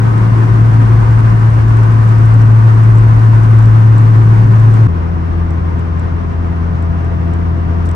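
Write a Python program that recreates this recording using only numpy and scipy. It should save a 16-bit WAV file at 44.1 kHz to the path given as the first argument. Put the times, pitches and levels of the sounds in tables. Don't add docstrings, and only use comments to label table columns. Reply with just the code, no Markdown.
import sys
import numpy as np
from scipy import signal
from scipy.fft import rfft, irfft, next_fast_len
from scipy.io import wavfile

SR = 44100
rng = np.random.default_rng(int(sys.argv[2]) if len(sys.argv) > 2 else 0)


def store_wav(level_fs):
    pcm = np.round(np.clip(np.atleast_2d(level_fs), -1, 1) * 32767)
    wavfile.write(sys.argv[1], SR, pcm.T.astype(np.int16))


N = 350595
TIME = np.arange(N) / SR


def gain_of(db):
    return 10 ** (np.asarray(db) / 20)


def spectrum_at(points, hz):
    point_hz, value = np.transpose(points)
    return np.interp(np.log(hz + 1), np.log(point_hz + 1), value)


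def curves(rows):
    seconds, *columns = np.transpose(rows)
    return [np.interp(TIME, seconds, column) for column in columns]


def wander(rate_hz):
    size = next_fast_len(N, True)
    hz = np.fft.rfftfreq(size, 1 / SR)
    wobble = irfft(rfft(rng.standard_normal(size)) / (1 + (hz / rate_hz) ** 4), size)[:N]
    return wobble / np.sqrt(np.mean(wobble ** 2))


def cabin_noise(spectrum, resonances=(), ripple_db=0):
    # frequency in Hz, side minus mid in dB.
    stereo_width = [(40, -18.5), (110, -16.5), (170, -9), (280, -2.5), (400, 3), (550, 4.5), (900, 6.5),
                    (1900, -1), (2900, 2.5), (4300, -2.5), (7000, -0.5), (10000, 2.5)]
    # frequency in Hz, left minus right in dB.
    balance = [(100, 1.5), (400, 1.5), (700, 1), (1300, 2.5), (2500, 1.5), (3700, 3.5), (5600, 8),
               (7300, 3.5), (9400, -6.5), (11500, 0.5)]
    size = next_fast_len(N, True)
    hz = np.fft.rfftfreq(size, 1 / SR)
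    ripple_hz = np.arange(0, SR / 2, 28)
    ripple = np.array([np.interp(hz, ripple_hz, rng.standard_normal(len(ripple_hz))) for _ in range(2)])
    shape = gain_of(spectrum_at(spectrum, hz) + ripple_db * ripple)
    mid, side = rfft(rng.standard_normal((2, size))) * shape
    for centre_hz, width_hz, mid_db, side_db in resonances:
        bell = 1 / (1 + (2 * (hz - centre_hz) / width_hz) ** 2)
        mid, side = mid * gain_of(mid_db * bell), side * gain_of(side_db * bell)
    side *= gain_of(spectrum_at(stereo_width, hz))
    lean_left = gain_of(spectrum_at(balance, hz) / 2)
    stereo = irfft(np.array([(mid + side) * lean_left, (mid - side) / lean_left]), size)[:, :N]
    return stereo / stereo.mean(0).std()


def road(roar_spectrum, thud_db, rumble_db, roar_db, flutter_db):
    # frequency in Hz, relative level in dB.
    thud_spectrum = [(10, -36), (24, -25.5), (36, -3.5), (52, -6), (70, -2), (90, -10), (140, -35.5),
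                     (300, -81.5), (1000, -120)]
    rumble_spectrum = [(40, -41.5), (75, -11.5), (120, 4.5), (160, -3), (200, -5), (260, -9.5), (340, -13),
                       (430, -18.5), (600, -37), (1500, -70.5), (6000, -82)]
    # frequency in Hz, width in Hz, mid boost in dB, side boost in dB.
    body_booms = [(53, 6.5, 3.5, 1.5), (161, 8.9, 0, -2), (186, 16, 2.5, 3), (224.6, 22, -4.5, 2),
                  (240.4, 14, 3.5, 0.5), (273, 45, 2, -2.5), (385, 66, 3, 0)]
    cabin_resonances = [(498, 15, 7.5, 1.5), (596, 91, -3.5, -2), (720, 150, 3, -0.5), (915, 60, -2, -1),
                        (928, 55, 5.5, -1.5), (1046, 70, 5, 7), (1057, 10, 4, 4.5), (1081, 57, -4.5, -7),
                        (1190, 70, 2, -1.5), (1275, 44, 2, 8.5), (1320, 31, -5.5, -4), (1497, 79, 3, 2),
                        (1980, 32, -2.5, -2.5), (1870, 60, 2.5, 6.5), (2050, 90, 2.5, 3),
                        (2793, 61, 4, 2.5), (5700, 63, -1.5, -0.5), (5760, 190, 2, 2.5)]
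    bumps_db = 0.5 * wander(rate_hz=2.5)
    thud = gain_of(thud_db + bumps_db) * cabin_noise(thud_spectrum, body_booms)
    rumble = gain_of(rumble_db) * cabin_noise(rumble_spectrum, body_booms)
    roar_gain = gain_of(roar_db + flutter_db * wander(rate_hz=19))
    return thud + rumble + roar_gain * cabin_noise(roar_spectrum, cabin_resonances, ripple_db=1.05)


def whine(drift_hz):
    # pitch in Hz, relative left and right levels in dB.
    tones = [(9489, -72.5, -82.5), (9350, -75, -87)]
    out = np.zeros((2, N))
    for hz, left_db, right_db in tones:
        cycles = np.cumsum(hz + drift_hz * wander(rate_hz=4.9)) / SR
        out += np.sqrt(2) * gain_of([[left_db], [right_db]]) * np.sin(2 * np.pi * cycles)
    return out


def rustle(start_s, length_s, level_db):
    # frequency in Hz, relative level in dB.
    spectrum = [(1500, -28), (4000, -3), (9500, -7), (12000, -21), (16000, -12)]
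    progress = np.clip((TIME - start_s) / length_s, 0, 1)
    swell = np.sin(np.pi * np.sqrt(progress)) ** 2
    return swell * gain_of(level_db + 3 * wander(rate_hz=300)) * cabin_noise(spectrum)


def chatter(start_s, end_s, per_second, strength_db, spread_db):
    slots = np.arange(start_s, end_s, 1 / per_second)
    late, strength = rng.random((len(slots), 2)).T
    return list(zip(slots + late / per_second, strength_db + spread_db * (2 * strength - 1)))


def plastic_ticks(level_db, bounce_s, bounce_gain, contact_s):
    # start in seconds, relative strength in dB.
    clear_ticks = [(0.18, -37), (1.6821, -38), (1.771, -36), (2.092, -37.5), (2.2566, -40), (2.4184, -38),
                   (2.9552, -34), (2.9741, -40), (3.3463, -35), (3.6581, -39), (3.9824, -36), (4.5994, -39),
                   (4.7406, -36.5), (5.5069, -43), (5.7937, -44), (5.996, -39.5), (6.826, -42),
                   (7.0474, -48), (7.337, -39), (7.8684, -43), (7.8904, -33), (7.9143, -35)]
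    # pitch in Hz, seconds to fade by 60 dB, relative left and right levels in dB.
    ring_tones = [(3900, .006, -3, -16.5), (5800, 0.0075, -3, -16.5), (7420, 0.0067, -1.5, -24.5),
                  (7900, 0.0066, -5.5, -24), (9600, 0.0023, -19, -16.5), (14500, .0013, -17.5, -19)]
    t = np.arange(512) / SR
    ring = np.zeros((2, len(t)))
    for hz, fade_s, left_db, right_db in ring_tones:
        fade = gain_of(np.array([[left_db], [right_db]]) - 60 * t / fade_s)
        ring += fade * np.sin(2 * np.pi * hz * t)
    ring *= 1 - np.exp(-t / contact_s)
    ring /= abs(ring).max()
    weak_ticks = chatter(start_s=1.2, end_s=3.7, per_second=7.5, strength_db=-40.5, spread_db=2)
    hits = list(clear_ticks) + weak_ticks
    blows = np.zeros(N)
    for (start_s, db), spread in zip(hits, rng.uniform(0.4, 1.2, len(hits))):
        blows[round(start_s * SR)] += gain_of(db)
        blows[round((start_s + bounce_s * spread) * SR)] += bounce_gain * gain_of(db)
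    return gain_of(level_db) * signal.oaconvolve(blows[None], ring, axes=1)[:, :N]


def exhaust(firing_rate, drone, tones, trim_db, lean_left_db, unevenness):
    (firing_hz,), (drone_db,) = curves(firing_rate), curves(drone)
    crank_angle = 2 * np.pi * np.cumsum(firing_hz / 2) / SR
    out = np.zeros((2, N))
    for multiple, db, lead in tones:
        angle = multiple * crank_angle + rng.uniform(0, 2 * np.pi) + np.array([[0], [lead]])
        waver = 0 if multiple == 2 else unevenness * wander(rate_hz=9.3)
        out += np.sqrt(2) * gain_of(db) * (1 + waver) * np.sin(angle)
    shared_waver_db = 0.12 * wander(rate_hz=2.8)
    balance_db = np.array([[lean_left_db], [-lean_left_db]]) / 2
    return out * gain_of(drone_db + trim_db + shared_waver_db + balance_db)


def fast_stretch():
    # time in seconds, firings a second.
    firing_rate = [(0, 112.3), (1.6, 111.55), (2.45, 111.23), (3.25, 111.1), (4.87, 110.65)]
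    # time in seconds, strength in dB.
    drone = [(0, -9.5), (.6, -7), (1.7, -7.5), (2.45, -5), (4.87, -5.5)]
    # cycles per crank turn, relative level in dB, right ear's lead in radians.
    tones = [(1, -23, .3), (2, 0, .14), (3, -34, 1.2), (4, -39, .4), (6, -36, .8)]
    # time in seconds, thud level in dB, rumble level in dB.
    surface = [(0, -31, -17), (1.0, -19, -18), (1.7, -20.5, -19.5), (2.55, -27, -19), (3.1, -20, -19.5),
               (3.8, -25, -18), (4.87, -22, -17)]
    # frequency in Hz, relative level in dB.
    roar_spectrum = [(250, -24), (450, -6.5), (600, -4), (800, -6), (1100, -2.5), (1550, -7), (2100, -13.5),
                     (3200, -24.5), (4300, -28), (5800, -31), (7000, -34), (9500, -36), (10700, -43),
                     (12500, -48.5)]
    engine = exhaust(firing_rate, drone, tones, trim_db=.15, lean_left_db=2.4, unevenness=.25)
    thud_db, rumble_db = curves(surface)
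    roar_db = -28.5 - 0.41 * np.maximum(TIME - 1.5, 0)
    road_noise = road(roar_spectrum, thud_db, rumble_db, roar_db, flutter_db=0.65)
    return engine + road_noise + whine(drift_hz=2.1)


def slow_stretch():
    # time in seconds, firings a second.
    firing_rate = [(4.89, 83.85), (6.1, 84.07), (6.7, 84.0), (7.3, 84.27), (7.95, 84.4)]
    # time in seconds, strength in dB.
    drone = [(4.92, -13.5), (5.37, -14), (6.36, -16), (6.58, -14.5), (7.76, -13)]
    hum_swell = [(4.9, -50), (6.1, -48), (6.5, -42), (7.3, -40), (7.65, -40.5), (7.95, -41)]
    # cycles per crank turn, relative level in dB, right ear's lead in radians.
    tones = [(1, -21, .15), (2, -0.5, 0.15), (3, -22, .2), (4, -9.5, 1.39), (5, -33.5, 1.2),
             (6, -21.5, 1.25), (8, -24, 0.76), (10, -28, 0.74), (12, -36.5, 1.3), (14, -32.5, 1.1)]
    # frequency in Hz, relative level in dB.
    roar_spectrum = [(250, -20), (450, -4), (600, -5), (800, -7.3), (1100, -6), (1550, -9.5), (2100, -16),
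                     (3200, -26.5), (4300, -31.7), (5800, -35), (7000, -41), (9600, -44), (10700, -57),
                     (11600, -76)]
    engine = exhaust(firing_rate, drone, tones, trim_db=-.1, lean_left_db=2.8, unevenness=.15)
    hum = exhaust(firing_rate, hum_swell, [(16, 0, 1.3)], trim_db=0, lean_left_db=0, unevenness=.15)
    road_noise = road(roar_spectrum, thud_db=-25, rumble_db=-23.5, roar_db=-33.8, flutter_db=0.67)
    return engine + hum + road_noise + gain_of(-10) * whine(drift_hz=6)


def scene():
    cut_s = 4.874
    fade_out = np.clip((cut_s - TIME) / .004, 0, 1)
    fade_in = np.clip((TIME - cut_s) / .01, 0, 1)
    mix = fast_stretch() * fade_out + slow_stretch() * fade_in
    mix += rustle(start_s=7.848, length_s=.045, level_db=-52)
    return mix + plastic_ticks(level_db=10.5, bounce_s=.0006, bounce_gain=0.45, contact_s=.00004)


def record(dry):
    clipped = dry / (1 + dry ** 40) ** (1 / 40)
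    low_pass = signal.firwin(511, 15900, window=("kaiser", 9), fs=SR)
    return signal.oaconvolve(clipped, low_pass[None], "same")


dry = scene()
out = record(dry)
store_wav(out)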